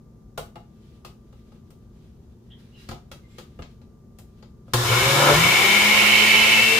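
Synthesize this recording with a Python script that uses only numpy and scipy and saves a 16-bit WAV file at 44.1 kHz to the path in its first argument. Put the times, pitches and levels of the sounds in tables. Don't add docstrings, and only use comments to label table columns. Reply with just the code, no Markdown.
import sys
import numpy as np
from scipy import signal
from scipy.fft import rfft, irfft, next_fast_len
from scipy.io import wavfile

SR = 44100
rng = np.random.default_rng(int(sys.argv[2]) if len(sys.argv) > 2 else 0)


def unload_audio(sound):
    columns = np.transpose(np.atleast_2d(sound))
    steps = np.round(np.clip(columns, -1, 1) * 32767)
    wavfile.write(sys.argv[1], SR, steps.astype(np.int16))


N = 299553
TIME = np.arange(N) / SR
MAINS_HZ, CUTOFF_HZ = 60, 15500

# [freq_hz, density_db]
ROOM_SPECTRUM = [(20, -15), (54, 2.5), (170, -1.5), (220, -6), (282, -13.5), (372, -9), (580, -23),
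                 (860, -29), (1200, -32), (1540, -38.5), (2500, -46.5), (6500, -43.5), (8200, -49.5),
                 (15500, -50)]
# [pitch_hz, rms_db]
ROOM_LINES = [(59.2, -68), (118.4, -58.5), (215.3, -59), (236.9, -59.5), (360.7, -71)]
THIN_TONE_HZ, THIN_TONE_DB = 1184, -75
FADE_S, FADE_HALF_S, FADE_DB = 2.45, .42, 16

# [peak_s, rise_s, fall_s, level_db]
BRUSHES = [(0.87, .22, .2, -73.5), (1.37, 0.16, 0.27, -75.5), (2.15, 0.42, .2, -77),
           (2.58, 0.13, 0.14, -72), (2.83, 0.11, 0.13, -62.5), (3.35, .25, .2, -70), (3.72, .1, .16, -76),
           (4.35, 0.29, 0.25, -81), (4.72, 0.042, 0.033, -63)]
# [freq_hz, density_db]
CLOTH_SPECTRUM = [(500, -16), (1500, -2), (3500, 0), (5000, -5), (8000, -12), (15000, -17)]
# [start_s, length_s, pitch_hz, glide_ratio, unsteady_ratio, level_db]
SQUEAKS = [(2.502, 0.05, 3200, .07, .05, -60), (2.5, 0.07, 1900, .05, .09, -70),
           (2.72, 0.12, 2850, 0, .035, -64.5), (2.74, 0.11, 3960, 0, .02, -67.5),
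           (2.75, 0.1, 5300, 0, .025, -75), (3.224, 0.18, 2080, 0.034, .018, -68),
           (3.263, 0.12, 7480, 0, .01, -78)]

# [start_s, ring_peak_db, thump_db, click_db, tick_db, left_right_db]
TAPS = [(0.376, -20.5, -36.5, -39.5, -40.5, 1), (0.556, -33.5, -48, -56, -65, 2),
        (1.048, -37, -53, -45, -52.5, 3), (1.326, -48, -50, -67, -75, 4), (1.519, -48, -48, -67, -85, 4),
        (1.704, -51.5, -49, -64, -62, 3), (2.888, -35.5, -34, -41.5, -52, 3.0),
        (2.911, -29, -46, -42.5, -61, 0), (3.115, -40, -42, -43, -52, 1.5),
        (3.383, -33.5, -50, -44.5, -53, 3), (3.59, -31, -34.5, -73, -83, 1),
        (3.621, -42, -51, -46, -77, 3.5), (3.815, -54, -58, -64, -80, 2),
        (4.186, -48.5, -47, -57, -52.5, 3), (4.425, -46, -55, -54.5, -77, 5.5),
        (4.68, -44, -47, -70, -77, 1), (4.735, -16, -33, -21.5, -25, 3)]
# [mode_hz, width_hz, gain_db]
HOUSING_MODES = [(354, 33, 0), (506, 72, 4), (706, 57, 1.5), (828.5, 29, 1), (1007, 190, -10.5),
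                 (1247, 91, 0), (1856, 20, -25), (2086, 53, -17.5), (2850, 115, -15), (3470, 120, -17),
                 (4380, 33, -26)]
# [freq_hz, density_db]
THUMP_SPECTRUM = [(20, -7), (50, 10.5), (110, 3.5), (250, 6), (600, -44)]
# [freq_hz, density_db]
CLICK_SPECTRUM = [(900, 8), (1700, 2), (2700, 2.5), (4300, 2.5), (7000, -8.5), (9500, -30), (15000, -35)]
# [freq_hz, density_db]
TICK_SPECTRUM = [(4000, -12), (8000, -1.5), (15000, -3)]

SWITCH_S, SURGE_S, VORTEX_S, DEEP_S, FREE_S = 4.737, 5.29, 5.34, 5.94, 6.625
KICK_SPEED, LOADED_SPEED, SPIN_UP_S = 38, 147, .155
VORTEX_GAIN, UNLOAD_S, CREEP_PER_S, FREE_GAIN = 58, .18, 12.7, 3.1
SURGE_DB, SURGE_RISE_S, SURGE_FALL_S = 7, 0.09, .06

# [freq_hz, density_db]
SLOSH_SPECTRUM = [(15, -20), (35, -15), (60, 14), (95, 15.5), (160, 12), (300, -36), (700, -50)]
# [peak_s, level_db]
FLOPS = [(4.88, -35), (5.02, -29), (5.35, -28), (5.46, -33), (5.8, -38), (6.14, -44), (6.44, -42)]
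FLOP_RISE_S, FLOP_FALL_S = 0.02, 0.049
# [freq_hz, density_db]
CHURN_SPECTRUM = [(110, -15), (180, -0.5), (260, -5.5), (350, -1), (550, -1), (630, -12), (1050, 0),
                  (1380, 3), (1600, -6), (2200, -14), (3800, -20), (4600, -28), (7000, -52)]
# [mode_hz, width_hz, gain_db]
BASE_MODES = [(366, 38, 2), (400, 27, -18), (509.5, 29.5, 4), (717, 29, 1), (818, 43, 2), (1031, 66, 4),
              (1150, 40, -8), (1409, 44, 0)]
# [freq_hz, density_db]
FROTH_SPECTRUM = [(1100, -41), (1700, 6.5), (2500, -7), (3250, -0.5), (3600, 7), (4400, -5.5), (6000, -9),
                  (9000, -43)]
# [freq_hz, density_db]
HISS_SPECTRUM = [(2500, -11.5), (4000, -3), (4600, -7), (5200, 0), (5800, -6), (7000, -3), (7700, -7.5),
                 (8150, -6), (9200, -9), (13200, -9.5), (15500, -17.5)]
# [mode_hz, width_hz, gain_db]
JAR_LOW_MODES = [(1875, 26, -12.5), (2154, 65, -4), (2207, 27, 0), (2298, 37, -2)]
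# [mode_hz, width_hz, gain_db]
JAR_HIGH_MODES = [(2437, 77, -3.5), (2698, 127, -1), (2870, 127, -2.5), (3002, 43, 3), (3163, 82, -4),
                  (4066, 47, -10), (4475, 72, -11.5), (5380, 23, -19)]
CHURN_DB, CHURN_FADE_DB_PER_S = -24.5, 5
HISS_DB, HISS_FADE_DB_PER_S = -26.5, 1.4
SLOSH_DB, SLOSH_FADE_DB_PER_S = -44.5, 6
CAVITATION_SPEED = 101
LOW_RING_DB, LOW_VORTEX_DB, LOW_FREE_DB = -26.2, 8.3, 4.5
HIGH_RING_DB, HIGH_VORTEX_DB, HIGH_DEEP_DB, HIGH_FREE_DB = -27, 3.5, 4.5, 4
RING_PAN_DB, DEEP_PAN_DB = 2.5, -3.5

# [mains_multiple, standstill_db, loss_db]
HUM = [(2, -12, .148), (6, -29, 0.1)]
# [speed_hz, level_db]
IMBALANCE = [(80, -49), (114, -24.5), (129, -32.5), (146, -25), (172, -26), (188, -42.5), (207, -32),
             (224, -37)]
# [speed_multiple, thick_db, vortex_db, free_db]
ROTOR_TONES = [(2, -43.5, -42, -33), (3, -37, -45.5, -46), (4, -28, -39.5, -53), (5, -41, -46, -47),
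               (72, -58, -51, -53)]
WHINE_DB, WHINE_LIFT_DB = -35, 14
WHINE_PEAK_HZ, WHINE_WIDTH_HZ = 2668, 58


def from_db(db):
    return 10 ** (np.asarray(db) / 20)


def rms_one(x):
    return x / np.sqrt(np.mean(x ** 2) + 1e-20)


def panned(db):
    return from_db(np.array([[.5], [-.5]]) * db)


def drift(rate):
    knots = rng.standard_normal(8000)
    return rms_one(np.interp(TIME * rate, np.arange(len(knots)), knots))


def white_pair():
    return rng.standard_normal((2, N))


def coloured(x, spectrum):
    hz, db = np.transpose(spectrum)
    size = next_fast_len(N)
    bins_hz = np.fft.rfftfreq(size, 1 / SR)
    gain = from_db(np.interp(np.log(bins_hz + 1), np.log(hz), db))
    return rms_one(irfft(rfft(x, size) * gain, size)[..., :N])


def resonate(x, modes):
    out = 0
    for k, (hz, width_hz, db) in enumerate(modes):
        r = np.exp(-np.pi * width_hz / SR)
        poles = [1, -2 * r * np.cos(2 * np.pi * hz / SR), r * r]
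        gain = (-1) ** k * from_db(db) * (1 - r * r)
        out = out + gain * signal.lfilter([1, 0, -1], poles, x)
    return rms_one(out)


def two_ears(pair, apart_hz):
    highpass = signal.butter(1, apart_hz, "high", fs=SR, output="sos")
    side = signal.sosfilt(highpass, pair[1])
    return pair[0] + side * np.array([[1], [-1]])


def grains(per_s, spread_db):
    sizes = from_db(spread_db * np.minimum(rng.exponential(1, (2, N)), 2))
    signs = rng.choice([-1, 1], (2, N))
    present = rng.random((2, N)) < per_s / SR
    return rms_one(sizes * signs * present)


def tone(cycles, db, waver_db):
    level = np.sqrt(2) * from_db(db + waver_db * drift(25))
    return level * np.sin(2 * np.pi * (cycles + rng.random()))


def after(s, ramp_s):
    return .5 + .5 * np.tanh((TIME - s) / ramp_s)


def swell(s, rise_s, fall_s):
    return np.exp(-((TIME - s) / np.where(TIME < s, rise_s, fall_s)) ** 2)


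def kitchen(x, wet_db, t60):
    t = TIME[:SR // 2]
    tail = two_ears(rng.standard_normal((2, len(t))), apart_hz=714)
    tail = tail * from_db(-60 * t / t60) * (t > .002)
    tail /= np.sqrt(np.sum(tail ** 2) / 2)
    echoes = signal.fftconvolve(x * np.ones((2, 1)), tail, axes=1)[:, :N]
    return x + from_db(wet_db) * echoes


def room_tone():
    air = from_db(-49) * coloured(two_ears(white_pair(), apart_hz=840), ROOM_SPECTRUM)
    lines = sum(tone(hz * TIME, db, waver_db=0.5) for hz, db in ROOM_LINES)
    thin_db = THIN_TONE_DB - FADE_DB * swell(FADE_S, FADE_HALF_S, FADE_HALF_S)
    thin = tone(THIN_TONE_HZ * TIME, thin_db, waver_db=1.0)
    return (air + lines + thin) * panned(db=1.4)


def rustle():
    strokes = sum(from_db(db) * swell(s, rise_s, fall_s) for s, rise_s, fall_s, db in BRUSHES)
    return strokes * from_db(3.6 * drift(25.05)) * coloured(white_pair(), CLOTH_SPECTRUM)


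def squeaks():
    out, slip = 0, drift(900)
    for s, length, hz, glide, unsteady, db in SQUEAKS:
        stroke = np.clip((TIME - s) / length, 0, 1)
        pitch_hz = hz * (1 + glide * stroke + unsteady * slip)
        envelope = np.sqrt(np.abs(np.sin(np.pi * stroke)))
        out = out + tone(np.cumsum(pitch_hz) / SR, db, waver_db=4) * envelope
    return out


def taps():
    out, t = np.zeros((2, N)), TIME[:SR // 3]
    hard = two_ears(white_pair(), apart_hz=1500)
    click, tick = coloured(hard, CLICK_SPECTRUM), coloured(hard, TICK_SPECTRUM)
    thump = coloured(rng.standard_normal(N), THUMP_SPECTRUM)
    for s, peak_db, thump_db, click_db, tick_db, pan_db in TAPS:
        span = slice(int(s * SR), int(s * SR) + len(t))
        contact = two_ears(rng.standard_normal((2, len(t))), apart_hz=1490)
        body = resonate(contact * from_db(-60 * t / 0.046), HOUSING_MODES)
        body *= from_db(peak_db) / np.abs(body).max()
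        snap = from_db(click_db + 5.5) * click[:, span] + from_db(tick_db + 6.5) * tick[:, span]
        snap = snap * from_db(-60 * t / 0.054) * (1 - np.exp(-t / 0.00072))
        knock = from_db(thump_db - 60 * t / 0.21) * (1 - np.exp(-t / 0.0033)) * thump[span]
        out[:, span] += (body + snap + knock) * panned(pan_db)
    return out


def vortex_age():
    return np.clip(TIME, VORTEX_S, FREE_S) - VORTEX_S


def shaft_speed():
    running_s = np.maximum(TIME - SWITCH_S, 0)
    spin_up = LOADED_SPEED - (LOADED_SPEED - KICK_SPEED) * np.exp(-running_s / SPIN_UP_S)
    age = vortex_age()
    unloading = VORTEX_GAIN * (1 - np.exp(-age / UNLOAD_S)) + CREEP_PER_S * age
    return spin_up + unloading + FREE_GAIN * after(FREE_S, ramp_s=.01)


def stirring_db(speed, follows):
    return follows * 20 * np.log10(np.minimum(speed / LOADED_SPEED, 1))


def surge_db():
    return SURGE_DB * swell(SURGE_S, SURGE_RISE_S, SURGE_FALL_S)


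def slosh():
    flops = sum(from_db(db) * swell(s, FLOP_RISE_S, FLOP_FALL_S) for s, db in FLOPS)
    strength = from_db(SLOSH_DB - SLOSH_FADE_DB_PER_S * vortex_age()) + flops
    return strength * coloured(two_ears(white_pair(), apart_hz=600), SLOSH_SPECTRUM)


def churn(speed):
    db = CHURN_DB + stirring_db(speed, follows=1.2) + surge_db() - CHURN_FADE_DB_PER_S * vortex_age()
    swirl = coloured(two_ears(grains(per_s=5000, spread_db=1.5), apart_hz=945), CHURN_SPECTRUM)
    knocks = resonate(two_ears(grains(per_s=3000, spread_db=2.5), apart_hz=1190), BASE_MODES)
    return from_db(db + 1.0 * drift(40)) * from_db(-1.0) * (swirl + knocks)


def jar_ring(speed):
    opened = after(VORTEX_S + 0.069, ramp_s=0.031)
    deep, free = after(DEEP_S, ramp_s=0.037), after(FREE_S, ramp_s=0.085)
    low_db = LOW_RING_DB + LOW_VORTEX_DB * opened - LOW_FREE_DB * free
    high_db = HIGH_RING_DB + HIGH_VORTEX_DB * opened + HIGH_DEEP_DB * deep - HIGH_FREE_DB * free
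    low_hits = two_ears(grains(per_s=6000, spread_db=0.5), apart_hz=3150) * from_db(0.53 * drift(150))
    high_hits = two_ears(grains(per_s=6000, spread_db=3), apart_hz=2530)
    low = from_db(low_db) * resonate(low_hits, JAR_LOW_MODES)
    high = from_db(high_db) * resonate(high_hits, JAR_HIGH_MODES)
    cavitating = .5 + .5 * np.tanh((speed - CAVITATION_SPEED) / 15)
    band = signal.butter(2, [1600, 5800], "band", fs=SR, output="sos")
    ring = signal.sosfilt(band, cavitating * (low + high))
    return ring * panned(RING_PAN_DB + (DEEP_PAN_DB - RING_PAN_DB) * deep * (1 - free))


def froth_and_hiss(speed):
    db = HISS_DB + stirring_db(speed, follows=1.05) - HISS_FADE_DB_PER_S * vortex_age()
    froth = coloured(two_ears(grains(per_s=12000, spread_db=4), apart_hz=900), FROTH_SPECTRUM)
    hiss = coloured(two_ears(grains(per_s=25000, spread_db=3.5), apart_hz=900), HISS_SPECTRUM)
    return from_db(db + 1.5) * froth + from_db(db + 2) * hiss


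def liquid():
    speed = shaft_speed()
    flow = slosh() + churn(speed) + froth_and_hiss(speed)
    return flow * panned(db=2.0) + jar_ring(speed)


def rotor(speed, turns):
    out = tone(turns, np.interp(speed, *np.transpose(IMBALANCE)), waver_db=1.3)
    load_db = stirring_db(speed, follows=4.5) + surge_db()
    opened, free = after(VORTEX_S + .02, ramp_s=0.029), after(FREE_S, ramp_s=0.036)
    for k, thick_db, vortex_db, free_db in ROTOR_TONES:
        db = thick_db + (vortex_db - thick_db) * opened + (free_db - vortex_db) * free
        out = out + tone(round(k) * turns, db + load_db, waver_db=3.0)
    return out


def commutator_whine(speed, turns):
    segments = 12
    lift = np.exp(-((segments * speed - WHINE_PEAK_HZ) / WHINE_WIDTH_HZ) ** 2)
    db = WHINE_DB + stirring_db(speed, follows=1.9) + WHINE_LIFT_DB * lift
    return tone(segments * turns, db, waver_db=1.5)


def mains_hum(speed):
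    return sum(tone(round(k) * MAINS_HZ * TIME, db - loss_db * speed, waver_db=1.6)
               for k, db, loss_db in HUM)


def motor():
    speed = shaft_speed()
    tremble = np.interp(speed, [140, 215], [.007, .0008])
    turns = np.cumsum(speed * (1 + tremble * drift(70))) / SR
    body = rotor(speed, turns) + mains_hum(speed)
    return body * panned(db=1.0) + commutator_whine(speed, turns) * panned(db=9.5)


def scene():
    running = np.clip((TIME - SWITCH_S) / 0.013, 0, 1)
    hand = kitchen(taps() + rustle() + squeaks(), wet_db=0.0, t60=0.26)
    mix = kitchen(running * liquid(), wet_db=-9.5, t60=0.3) * from_db(-0.23)
    return room_tone() + hand + mix + running * motor()


def record(dry):
    return signal.sosfilt(signal.ellip(10, .2, 80, CUTOFF_HZ, fs=SR, output="sos"), dry)


dry = scene()
out = record(dry)
unload_audio(out)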